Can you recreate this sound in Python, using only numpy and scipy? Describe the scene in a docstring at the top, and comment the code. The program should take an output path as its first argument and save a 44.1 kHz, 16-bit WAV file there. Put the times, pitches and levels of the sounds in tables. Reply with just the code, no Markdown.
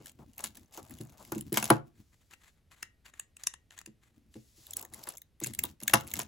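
"""Steel links tick and rustle as fingers lift a watch out of a plastic holder; it is put down, and the
table's modes answer with a thud and a clack. The holder's wing nut is turned: stick-slip friction rasps
in the thread, and knocks of the nut ring the spring and the holder. The watch is then picked up and
snapped back between the jaws. A phone with two microphone ports is close by in a small, quiet room."""
import sys
import numpy as np
from scipy import signal
from scipy.fft import rfft, irfft, next_fast_len
from scipy.io import wavfile

SR = 44100
rng = np.random.default_rng(int(sys.argv[2]) if len(sys.argv) > 2 else 0)


def waveform_to_disk(signal):
    """Save audio, clipped to [-1, 1], as 16-bit WAV at the path in sys.argv[1]."""
    frames = np.transpose(np.atleast_2d(signal))
    scaled = np.clip(frames, -1, 1) * 32767
    samples = np.round(scaled).astype(np.int16)
    wavfile.write(sys.argv[1], SR, samples)


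N = 276885
T = np.arange(N) / SR
TOP_HZ = 16200

# normal modes of the watch case and links: f/Hz, level/dB, t60/s
STEEL = [(1750, 2, .009), (2170, 1, .015), (2760, 0, .015), (3300, -2, .005), (3900, -2, .005),
         (5200, -4, .004), (6600, 2, .007), (7100, -1, .005), (7700, 1, .008), (8400, -1, .004),
         (9950, 1, .006), (10500, 0, .005), (11000, 0, .009), (12200, 1, .009), (13200, 0, .004),
         (14400, 1, .005), (15300, 2, .005)]


def undb(db):
    """Amplitude ratio of a level in decibels."""
    return 10 ** (np.asarray(db) / 20)


def unit(x, span):
    """Energy normalisation: spread over span seconds, x would have rms 1."""
    return x / np.sqrt(np.sum(x ** 2) / (span * SR) + 1e-18)


def shape(points, hz):
    """Gain of an (f/Hz, level/dB) outline, interpolated in log frequency."""
    f, db = np.transpose(points)
    return undb(np.interp(np.log(hz + 1), np.log(f), db))


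def bell(hz, centre_hz, width, db):
    """Gain of a Gaussian bump in log frequency."""
    return undb(db * np.exp(-(np.log((hz + 1) / centre_hz) / width) ** 2))


def colour(x, points):
    """Spectral shaping by an outline; rms 1."""
    y = irfft(rfft(x) * shape(points, np.fft.rfftfreq(len(x), 1 / SR)), len(x))
    return y / y.std()


def band(x, lo_hz, hi_hz):
    """Causal band-pass filter."""
    sos = signal.butter(3, [lo_hz, min(hi_hz, .48 * SR)], "band", fs=SR, output="sos")
    return signal.sosfilt(sos, x)


def fade(t, t60):
    """Exponential decay, 60 dB in t60 seconds."""
    return np.exp(-np.log(1000) * t / t60)


def add(track, start, x):
    """Superposition: mix x into a track from start seconds on."""
    i = max(int(start * SR), 0)
    track[..., i:i + x.shape[-1]] += x[..., :N - i]


def strokes(rows, taper):
    """Amplitude envelope of movements; taper is the share of each spent rising and falling."""
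    envelope = np.zeros(N)
    for start, length, db in rows:
        add(envelope, start, undb(db) * signal.windows.tukey(int(length * SR) + 2, taper))
    return envelope


def grains(count, per_s, spread_db):
    """Shot noise: sparse tiny impacts of unequal size."""
    size = undb(spread_db * np.minimum(rng.exponential(size=count), 4))
    return (rng.random(count) < per_s / SR) * size * rng.standard_normal(count)


def ring(modes, t, scatter_db, detune):
    """Free vibration: damped modes, one row each, with weight, pitch and phase drawn anew per blow."""
    hz, db, t60 = np.transpose(modes)[:, :, None]
    weight, pitch, phase = rng.standard_normal((3, len(modes), 1))
    cycles = hz * (1 + detune * pitch) * t + phase
    return undb(db + scatter_db * weight) * np.sin(2 * np.pi * cycles) * fade(t, t60)


def friction(spectrum, per_s, spread_db, smooth_db, catch_db, catch_hz):
    """Stick-slip friction: asperities catch and let go, giving grains over a hiss, in spurts; rms 1."""
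    noise = unit(grains(N, per_s, spread_db), N / SR) + undb(smooth_db) * rng.standard_normal(N)
    spurts = np.interp(T * catch_hz, np.arange(4000), rng.standard_normal(4000))
    return colour(noise * undb(catch_db * spurts), spectrum)


def ticks(events, modes, crack_db, crack_t60, contact_s, scrape_db, body_db, variety):
    """Impact of small metal parts: a chattering contact force convolved with their impulse response."""
    out, t, lead_s = np.zeros(N), T[:8192], .004
    hz = np.fft.rfftfreq(len(t), 1 / SR)
    lowest_hz = modes[0][0]
    for start, db, bright_hz, low_db in events:
        partials = ring(modes, t, scatter_db=2 * variety, detune=.012 * variety)
        crack = unit(rng.standard_normal(len(t)) * fade(t, crack_t60), 1)
        response = unit(partials.sum(0), .92) + undb(crack_db) * crack
        chatter_s = contact_s * undb(.058 * (db + 21.5))  # harder blows chatter longer
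        age = (t - lead_s) / chatter_s - .5
        contact = np.exp(-(age / .54) ** 2) + undb(scrape_db) * np.exp(-np.abs(age))
        force = contact * rng.standard_normal(len(t))
        # the struck part favours its own range of pitch
        sound = irfft(rfft(response) * rfft(force) * bell(hz, bright_hz, width=.2, db=5))
        treble = unit(band(sound, 5000, 19000), .94)
        body = undb(low_db + body_db) * unit(band(sound, .93 * lowest_hz, 3600), 1)
        add(out, start + .0006 - lead_s, undb(db) * unit(treble + body, .00082))
    return out


def hush(level_db=-69, side_db=-11):
    """Ambient noise: the room's low, steady background, largely coherent at the two ports."""
    # noise spectrum: f/Hz, level/dB
    spectrum = [(20, -10.5), (50, 1), (80, 1.5), (160, -8.5), (350, -16.5), (1000, -30), (2000, -29),
                (4000, -32.5), (8000, -38), (12000, -37), (16000, -48.5)]
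    mid, side = (colour(rng.standard_normal(N), spectrum) for _ in range(2))
    return undb(level_db) * (mid + undb(side_db) * np.array([side, -side]))


def grip_rumble():
    """Structure-borne sound: friction of a hand changing its grip makes the holder rumble."""
    # grips: t/s, duration/s, level/dB
    grips = [(0, 0.43, -62), (.36, 0.31, -58), (.72, 0.91, -60), (.89, 0.18, -56.5), (1.31, .13, -45),
             (1.43, 0.35, -56.5), (1.8, 0.24, -65.5), (4.09, 0.267, -71), (4.7, 0.38, -61),
             (5.42, 0.35, -54.5), (5.85, 0.44, -50)]
    # rumble spectrum: f/Hz, level/dB
    spectrum = [(40, -14.5), (80, 6.5), (140, -4.5), (230, 2), (340, -5.5), (500, -29), (1200, -33)]
    rumble = friction(spectrum, per_s=120, spread_db=-1.5, smooth_db=2.5, catch_db=6.5, catch_hz=23.96)
    return strokes(grips, taper=.25) * rumble


def loose_links(per_s=45, spread_db=4, chatter_t60=.005):
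    """A random impact train: links drop into their play and ring briefly; rms 1."""
    out, t = np.zeros(N), T[:SR // 50]
    starts = np.cumsum(rng.gamma(2, .5 / per_s, int(2 * per_s * N / SR)))
    for start in starts[starts < T[-1]]:
        chatter = rng.standard_normal(len(t)) * fade(t, chatter_t60)
        tick = signal.fftconvolve(chatter, ring(STEEL, t, scatter_db=3, detune=.03).sum(0))
        add(out, start, undb(spread_db * rng.standard_normal()) * unit(tick, 1))
    return unit(band(out, 3200, TOP_HZ), N / SR)


def bracelet_rustle():
    """Sliding friction of link on link and skin on steel, with loose ticks; movements add in power."""
    # the bracelet bends or slides in the fingers: t/s, duration/s, level/dB
    flexes = [(.035, 0.07, -56.5), (.275, 0.17, -71.5), (.37, 0.12, -49.5), (.54, 0.062, -59.5),
              (.73, 0.065, -55.5), (.91, 0.16, -63.5), (1.17, 0.065, -67), (1.32, 0.094, -56),
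              (1.53, .19, -44), (4.58, 0.21, -69), (4.75, 0.07, -51), (5.03, 0.14, -58),
              (5.425, 0.064, -54.5), (5.6, 0.13, -64), (5.81, 0.025, -52.5), (5.885, 0.072, -47),
              (6.055, 0.11, -52), (6.135, .11, -44.5)]
    # the held watch shifts slightly: t/s, duration/s, level/dB
    holds = [(0, 0.13, -67.5), (.35, 0.42, -78), (.7, 0.28, -66.5), (.98, 0.43, -67), (4.66, 0.26, -69.5),
             (4.9, 0.23, -63), (5.4, 0.338, -72.5), (5.8, 0.45, -61)]
    # spectrum of links sliding over each other: f/Hz, level/dB
    slide = [(900, -14), (2200, -2), (3200, 0), (5000, -0.5), (7300, 4), (9000, -1.5), (12000, 1.5),
             (15500, -1), (17000, -27)]
    # spectrum of skin dragging on links: f/Hz, level/dB
    skin = [(250, -9), (450, -1), (800, 2), (1300, -5), (2200, -14), (5000, -26)]
    flex, held = strokes(flexes, taper=.43), strokes(holds, taper=.3)
    crackle = friction(slide, per_s=450, spread_db=3.7, smooth_db=-8, catch_db=4.5, catch_hz=90)
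    drag = friction(skin, per_s=500, spread_db=3.5, smooth_db=-2, catch_db=2.5, catch_hz=60)
    links = undb(-2) * crackle + undb(-1) * loose_links()
    return np.hypot(flex, held) * links + np.hypot(undb(-8) * flex, held) * drag


def table_knocks(split_hz=480, rise_s=.008):
    """Impact excitation: low table modes thud, high ones clack, links rattle; returns wood and steel."""
    # blows through holder, watch or hand: t/s, thud level/dB, thud f/Hz, clack level/dB, rattle level/dB
    blows = [(.002, -52, 140, -67, -63), (0.189, -50, 146, -67, -69.5), (.441, -50, 237, -48, -38.5),
             (.776, -48.5, 352, -46.5, -65), (1.003, -37, 139, -73, -57), (1.32, -33.5, 345, -39, -48.5),
             (1.359, -31.5, 242.5, -57, -59), (1.521, -29, 352.2, -57, -43), (1.542, -50, 223, -48, -37),
             (1.571, -32.5, 190, -28.5, -27.5), (1.626, -37.5, 201.6, -37, -38.5),
             (1.7023, -16, 328, -15.5, -34.5), (3.873, -49, 229.4, -70.5, -66),
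             (4.355, -43.5, 232, -68.5, -61), (4.365, -49, 114, -85, -73), (4.579, -59.5, 113.5, -82, -74),
             (5.072, -52.5, 371, -46, -48), (5.414, -37.5, 296, -54, -45.5),
             (5.463, -42, 112.5, -57.5, -45), (5.64, -44, 290, -43, -49.5), (5.824, -44.5, 208, -67, -59),
             (5.935, -26, 258, -18.5, -24.5), (6.159, -56, 215, -59, -58), (6.191, -43, 187, -40, -36.5)]
    # normal modes of table and holder: f/Hz, level/dB, t60/s
    modes = [(75.6, -22.5, 0.087), (121, -12.5, 0.19), (145.7, -13, .2), (215, -9.5, .15),
             (303.7, -6, 0.06), (344, 2.5, 0.045), (371.4, -6.5, 0.02), (527, -4, 0.15), (695.6, -2, 0.07),
             (847, -1, 0.069), (957, -7.5, 0.071), (993.6, 0.5, 0.063), (1142, -2.5, 0.051),
             (1350, -5.5, 0.04), (1467, -8, 0.053), (1740, -18, .05), (2179, -13, 0.02),
             (3000, -12.5, 0.018)]
    wood, steel, t = np.zeros(N), np.zeros(N), T[:SR // 3]
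    hz = np.transpose(modes)[0]
    low = hz < split_hz
    rise = 1 - np.exp(-t / rise_s)  # the heavy top takes a moment to get moving
    for start, thud_db, thud_hz, clack_db, rattle_db in blows:
        partials = ring(modes, t, scatter_db=1, detune=.003)
        noise = rng.standard_normal(len(t))
        # a softer, longer push favours lower modes
        thud = unit(bell(hz[low], thud_hz, width=.25, db=8) @ partials[low], 1)
        thud += undb(-9.5) * unit(band(noise, 140, split_hz) * fade(t, t60=.073), 1)
        add(wood, start, undb(thud_db) * unit(thud * rise, .012))
        clack = unit(partials[~low].sum(0), 1)
        clack += undb(-4) * unit(band(noise, 450, 1450) * fade(t, t60=.072), .89)
        add(wood, start, undb(clack_db) * unit(band(clack, 600, 3500), .009))
        shake = grains(len(t), per_s=5000, spread_db=6.8) * fade(t, t60=.13)
        link_response = ring(STEEL, T[:SR // 30], scatter_db=5, detune=.022).sum(0)
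        ringing = signal.fftconvolve(shake, link_response)[:len(t)]
        rattle = unit(ringing, .93) + undb(1.5) * unit(band(shake, 1200, 8300), 1)
        add(steel, start, undb(rattle_db) * unit(rattle, .0082))
    return wood, steel


def link_strikes():
    """Hard, brief contact of link on link excites the high modes of the steel."""
    # strikes: t/s, level/dB, brightest ring f/Hz, relative body level/dB
    strikes = [(.0576, -37.5, 12100, -7.5), (.3789, -33, 6400, -13), (.4387, -22, 6530, -15.5),
               (.5708, -42, 11500, -11), (.7736, -35, 6720, -13), (.8954, -46, 12100, -14),
               (.9074, -40.5, 4040, -7.5), (.9853, -44.5, 6270, -6), (1.0105, -38, 7400, -14),
               (1.2488, -44, 12500, -6), (1.3194, -27, 11400, -35), (1.348, -37.5, 6400, -11),
               (1.3784, -38.5, 6880, -29), (1.4082, -30, 10800, -15), (1.5259, -23, 10600, -35),
               (1.5404, -23.5, 12200, -14), (1.5715, -13.5, 7050, -3.5), (1.6251, -22.5, 5370, -4.5),
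               (1.7017, -10, 7054, -9), (4.6667, -38.5, 7760, -15.5), (4.707, -31.5, 7520, -28),
               (4.7334, -29.5, 10000, -14), (4.7669, -19.5, 10400, -33), (4.793, -34.5, 3900, -20),
               (4.8123, -35.5, 10700, -30), (4.8254, -35, 9650, -35.5), (4.849, -36.5, 10500, -9.5),
               (4.9358, -34, 10900, -11), (4.9428, -34.5, 10500, -20), (5.036, -35, 12200, -23),
               (5.0694, -37.5, 10900, -0.5), (5.0873, -25.5, 11100, -24), (5.1367, -46.5, 6310, -8),
               (5.1707, -36, 7080, -28), (5.179, -38.5, 12250, -13.5), (5.2171, -39, 15100, -15),
               (5.4012, -34.5, 6400, -14), (5.4364, -21.5, 8100, -18), (5.4424, -24, 7740, -7.5),
               (5.4604, -30, 11400, -7.5), (5.469, -25.5, 7860, -35), (5.5351, -32.5, 7600, -11),
               (5.5472, -31.5, 7300, -16), (5.5892, -17, 7100, -8.5), (5.6361, -17, 12000, -16),
               (5.6508, -28, 14650, -11.5), (5.8021, -41.5, 9970, -9.5), (5.8326, -28.5, 11060, -16.5),
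               (5.878, -14, 7240, -5.5), (5.8956, -28, 7710, 5), (5.9357, -5.5, 10900, -4),
               (5.9421, -15, 10200, -26), (6.0075, -35, 10500, -7), (6.0686, -41, 12500, -5),
               (6.137, -20, 13200, -9.5), (6.1906, -21, 7700, -36), (6.2148, -31, 5100, -24)]
    return ticks(strikes, STEEL, crack_db=-5, crack_t60=.00081, contact_s=.0028,
                 scrape_db=-18.5, body_db=-.5, variety=3.2)


def finger_scuffs():
    """Friction coloured by resonance: fingertips scuff the hollow holder and the watch."""
    # scuffs: t/s, duration/s, level/dB
    scuffs = [(.18, 0.077, -60), (.772, 0.041, -46), (.99, .043, -75), (1.185, 0.054, -50.5),
              (4.74, 0.16, -58), (4.93, 0.11, -60.5), (5.065, 0.062, -54)]
    # scuff spectrum: f/Hz, level/dB
    spectrum = [(150, -16), (350, -0.5), (600, -3), (850, 1), (1150, -3), (1600, -20), (4000, -31)]
    rub = friction(spectrum, per_s=530, spread_db=5.5, smooth_db=8, catch_db=5.5, catch_hz=87.56)
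    return strokes(scuffs, taper=.79) * rub


def skin_sweeps():
    """Broadband friction noise: skin sweeps lightly over the table."""
    # sweeps: t/s, duration/s, level/dB
    sweeps = [(.72, 0.086, -60), (1.17, 0.15, -64.5), (1.92, 0.68, -78.5), (4.29, 0.45, -70),
              (4.55, 0.2, -67.5), (4.93, 0.1, -62.5)]
    # hiss spectrum: f/Hz, level/dB
    spectrum = [(600, -18.5), (2000, -7), (4000, 0), (7000, 2), (11000, -0.5), (15500, -4.5), (17000, -22)]
    return strokes(sweeps, taper=.26) * colour(rng.standard_normal(N), spectrum)


def thread_rasp():
    """Stick-slip friction: the wing nut rasps along its thread in short strokes."""
    # turns of the nut: t/s, duration/s, level/dB
    turns = [(1.94, 0.096, -72.5), (2.119, .031, -67), (2.204, 0.033, -65.5), (2.298, 0.058, -54),
             (2.39, .13, -61.5), (2.53, 0.084, -77), (2.702, 0.055, -58), (2.74, 0.135, -62.5),
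             (3.04, 0.075, -58.5), (3.11, .15, -64), (3.365, 0.17, -61.5), (3.702, 0.061, -60),
             (3.755, 0.067, -56.5), (4, 0.12, -68.5), (4.135, 0.043, -74)]
    # rasp spectrum: f/Hz, level/dB
    spectrum = [(400, -6.5), (1100, 1.5), (2000, 4), (2700, -1), (4000, -1), (5200, -10), (7200, 0),
                (10000, -6), (13000, -7), (16000, -17)]
    rasp = friction(spectrum, per_s=1500, spread_db=3.3, smooth_db=-2, catch_db=2.5, catch_hz=150)
    return undb(-3) * strokes(turns, taper=.6) * rasp


def nut_knocks(spring_db=-27, holder_db=-15):
    """Backlash: the nut knocks in its play and sets the spring and the holder in free vibration."""
    # knocks: t/s, level/dB, brightest ring f/Hz, relative body level/dB
    knocks = [(2.3092, -49.5, 6150, -9), (2.3347, -44, 10300, -2), (2.827, -27, 6200, -9),
              (3.062, -46, 4100, -2), (3.137, -45.5, 6950, -3.5), (3.1956, -26.5, 7660, -18),
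              (3.3666, -40, 7700, -15), (3.4354, -30.5, 6950, -21), (3.469, -15, 6890, -21),
              (3.5377, -35.5, 6970, -9.5), (3.706, -45, 3990, -6), (3.7773, -40.5, 6940, -9),
              (3.7879, -35, 6930, -13.5), (3.813, -43, 7250, -8), (3.8596, -36.5, 6850, -13.5),
              (4.34, -48.5, 4000, -9)]
    # quickly damped modes of screw, spring and nut: f/Hz, level/dB, t60/s
    screw_modes = [(950, -5, .008), (1350, -4, .008), (1800, 0, .011), (2740, 2, .008), (3700, -2, .004),
                   (4500, -6, .004), (5200, -6, .004), (6880, 2, .005), (7570, 1, .005), (8600, 0, .005),
                   (10200, 1, .004), (11700, -11, .004), (13000, -12, .004), (15400, -17, .004)]
    # modes in which the spring sings on: f/Hz, level/dB, t60/s
    spring_modes = [(1705, -7, .2), (1800, -4, .2), (1885, -2, .26), (1908, 1, .33), (2030, -5, .22),
                    (2270, -9, .2), (2670, -7, .22), (2870, -6, .22), (3060, -9, .2), (3890, -12, .2)]
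    # modes of the plastic holder: f/Hz, level/dB, t60/s
    holder_modes = [(218, -2.5, 0.042), (360, -2, 0.039), (528, -8.5, 0.047), (705, 3.5, 0.014)]
    rings, t = np.zeros(N), T[:SR // 2]
    for start, db, _, low_db in knocks:
        spring = unit(ring(spring_modes, t, scatter_db=2, detune=.002).sum(0), .1)
        holder = unit(ring(holder_modes, t, scatter_db=2, detune=.05).sum(0), .002)
        drive_db = db + low_db
        shaken_db = spring_db + .25 * (drive_db + 35.5)  # hard knocks shake the spring more
        add(rings, start, undb(drive_db) * (undb(shaken_db) * spring + undb(holder_db) * holder))
    return rings + ticks(knocks, screw_modes, crack_db=-10.5, crack_t60=.0037, contact_s=.0025,
                         scrape_db=-11, body_db=6.5, variety=.36)


def room(x, wet_db, t60_low, t60_high, early_db, early_t60):
    """Reverberation: early lateral reflections, then a short tail whose bass both ports share."""
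    # the surfaces absorb the highest treble: f/Hz, level/dB
    reflectance = [(200, -1), (6500, 1.5), (10000, -4.5), (16000, -7)]
    t, antiphase = T[:SR // 2], np.array([[1], [-1]])
    edges_hz, t60s = np.geomspace(60, 17000, 8), np.geomspace(t60_low, t60_high, 7)
    mid, side = rng.standard_normal((2, len(t)))
    noise = mid + antiphase * band(side, 180, 14000)
    tail = sum(band(noise, lo, hi) * fade(t, t60) for lo, hi, t60 in zip(edges_hz, edges_hz[1:], t60s))
    early = antiphase * band(rng.standard_normal(len(t)), 600, 16000) * fade(t, early_t60)
    response = undb(wet_db) * unit(tail * (t > .008), 2 / SR)
    response += undb(early_db) * unit(early * (t > .002), 2 / SR)
    response = irfft(rfft(response) * shape(reflectance, np.fft.rfftfreq(len(t), 1 / SR)), len(t))
    return signal.fftconvolve(x[None], response, axes=1)[:, :N]


def ports(x, shade):
    """Acoustic shadow: the phone's body shades the right port and shifts the treble's phase."""
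    # left minus right at shade = 1: f/Hz, level/dB
    balance = [(100, -0.5), (400, 5.5), (900, 5), (2300, 6), (4400, 3.5), (8000, 0.5), (15000, 0)]
    # lead of the left port: f/Hz, phase/rad
    phase_lead = [(0, 0), (1000, 0), (2000, .6), (4000, 0), (7100, .1), (9000, -3.1), (11300, -6.3),
                  (13500, -9.4), (15500, -12.5), (17000, -13)]
    size = next_fast_len(N + 4096)
    hz = np.fft.rfftfreq(size, 1 / SR)
    phase = np.interp(hz, *np.transpose(phase_lead))
    left = shape(balance, hz) ** (shade / 2) * np.exp(.5j * phase)
    return irfft(rfft(x, size) * np.array([left, 1 / left]), size)[:, :N]


def scene():
    """Direct plus reverberant sound: small parts lean left; the broad table top feeds the room more."""
    wood, rattle = table_knocks()
    small = rattle + link_strikes() + thread_rasp() + nut_knocks()
    small += grip_rumble() + bracelet_rustle() + finger_scuffs() + skin_sweeps()
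    near = small + room(small, wet_db=-19, t60_low=.42, t60_high=.15, early_db=-12, early_t60=.035)
    table = wood + room(wood, wet_db=-14, t60_low=.32, t60_high=.16, early_db=-2.5, early_t60=.045)
    return ports(near, shade=.99) + ports(table, shade=.33) + hush()


def record(dry):
    """Soft limiting and low-pass: the loudest peaks are rounded and the top treble is cut."""
    ceiling = 1.3
    rounded = ceiling * np.tanh(dry / ceiling)
    return signal.sosfilt(signal.ellip(8, .2, 80, TOP_HZ, fs=SR, output="sos"), rounded)


dry = scene()
out = record(dry)
waveform_to_disk(out)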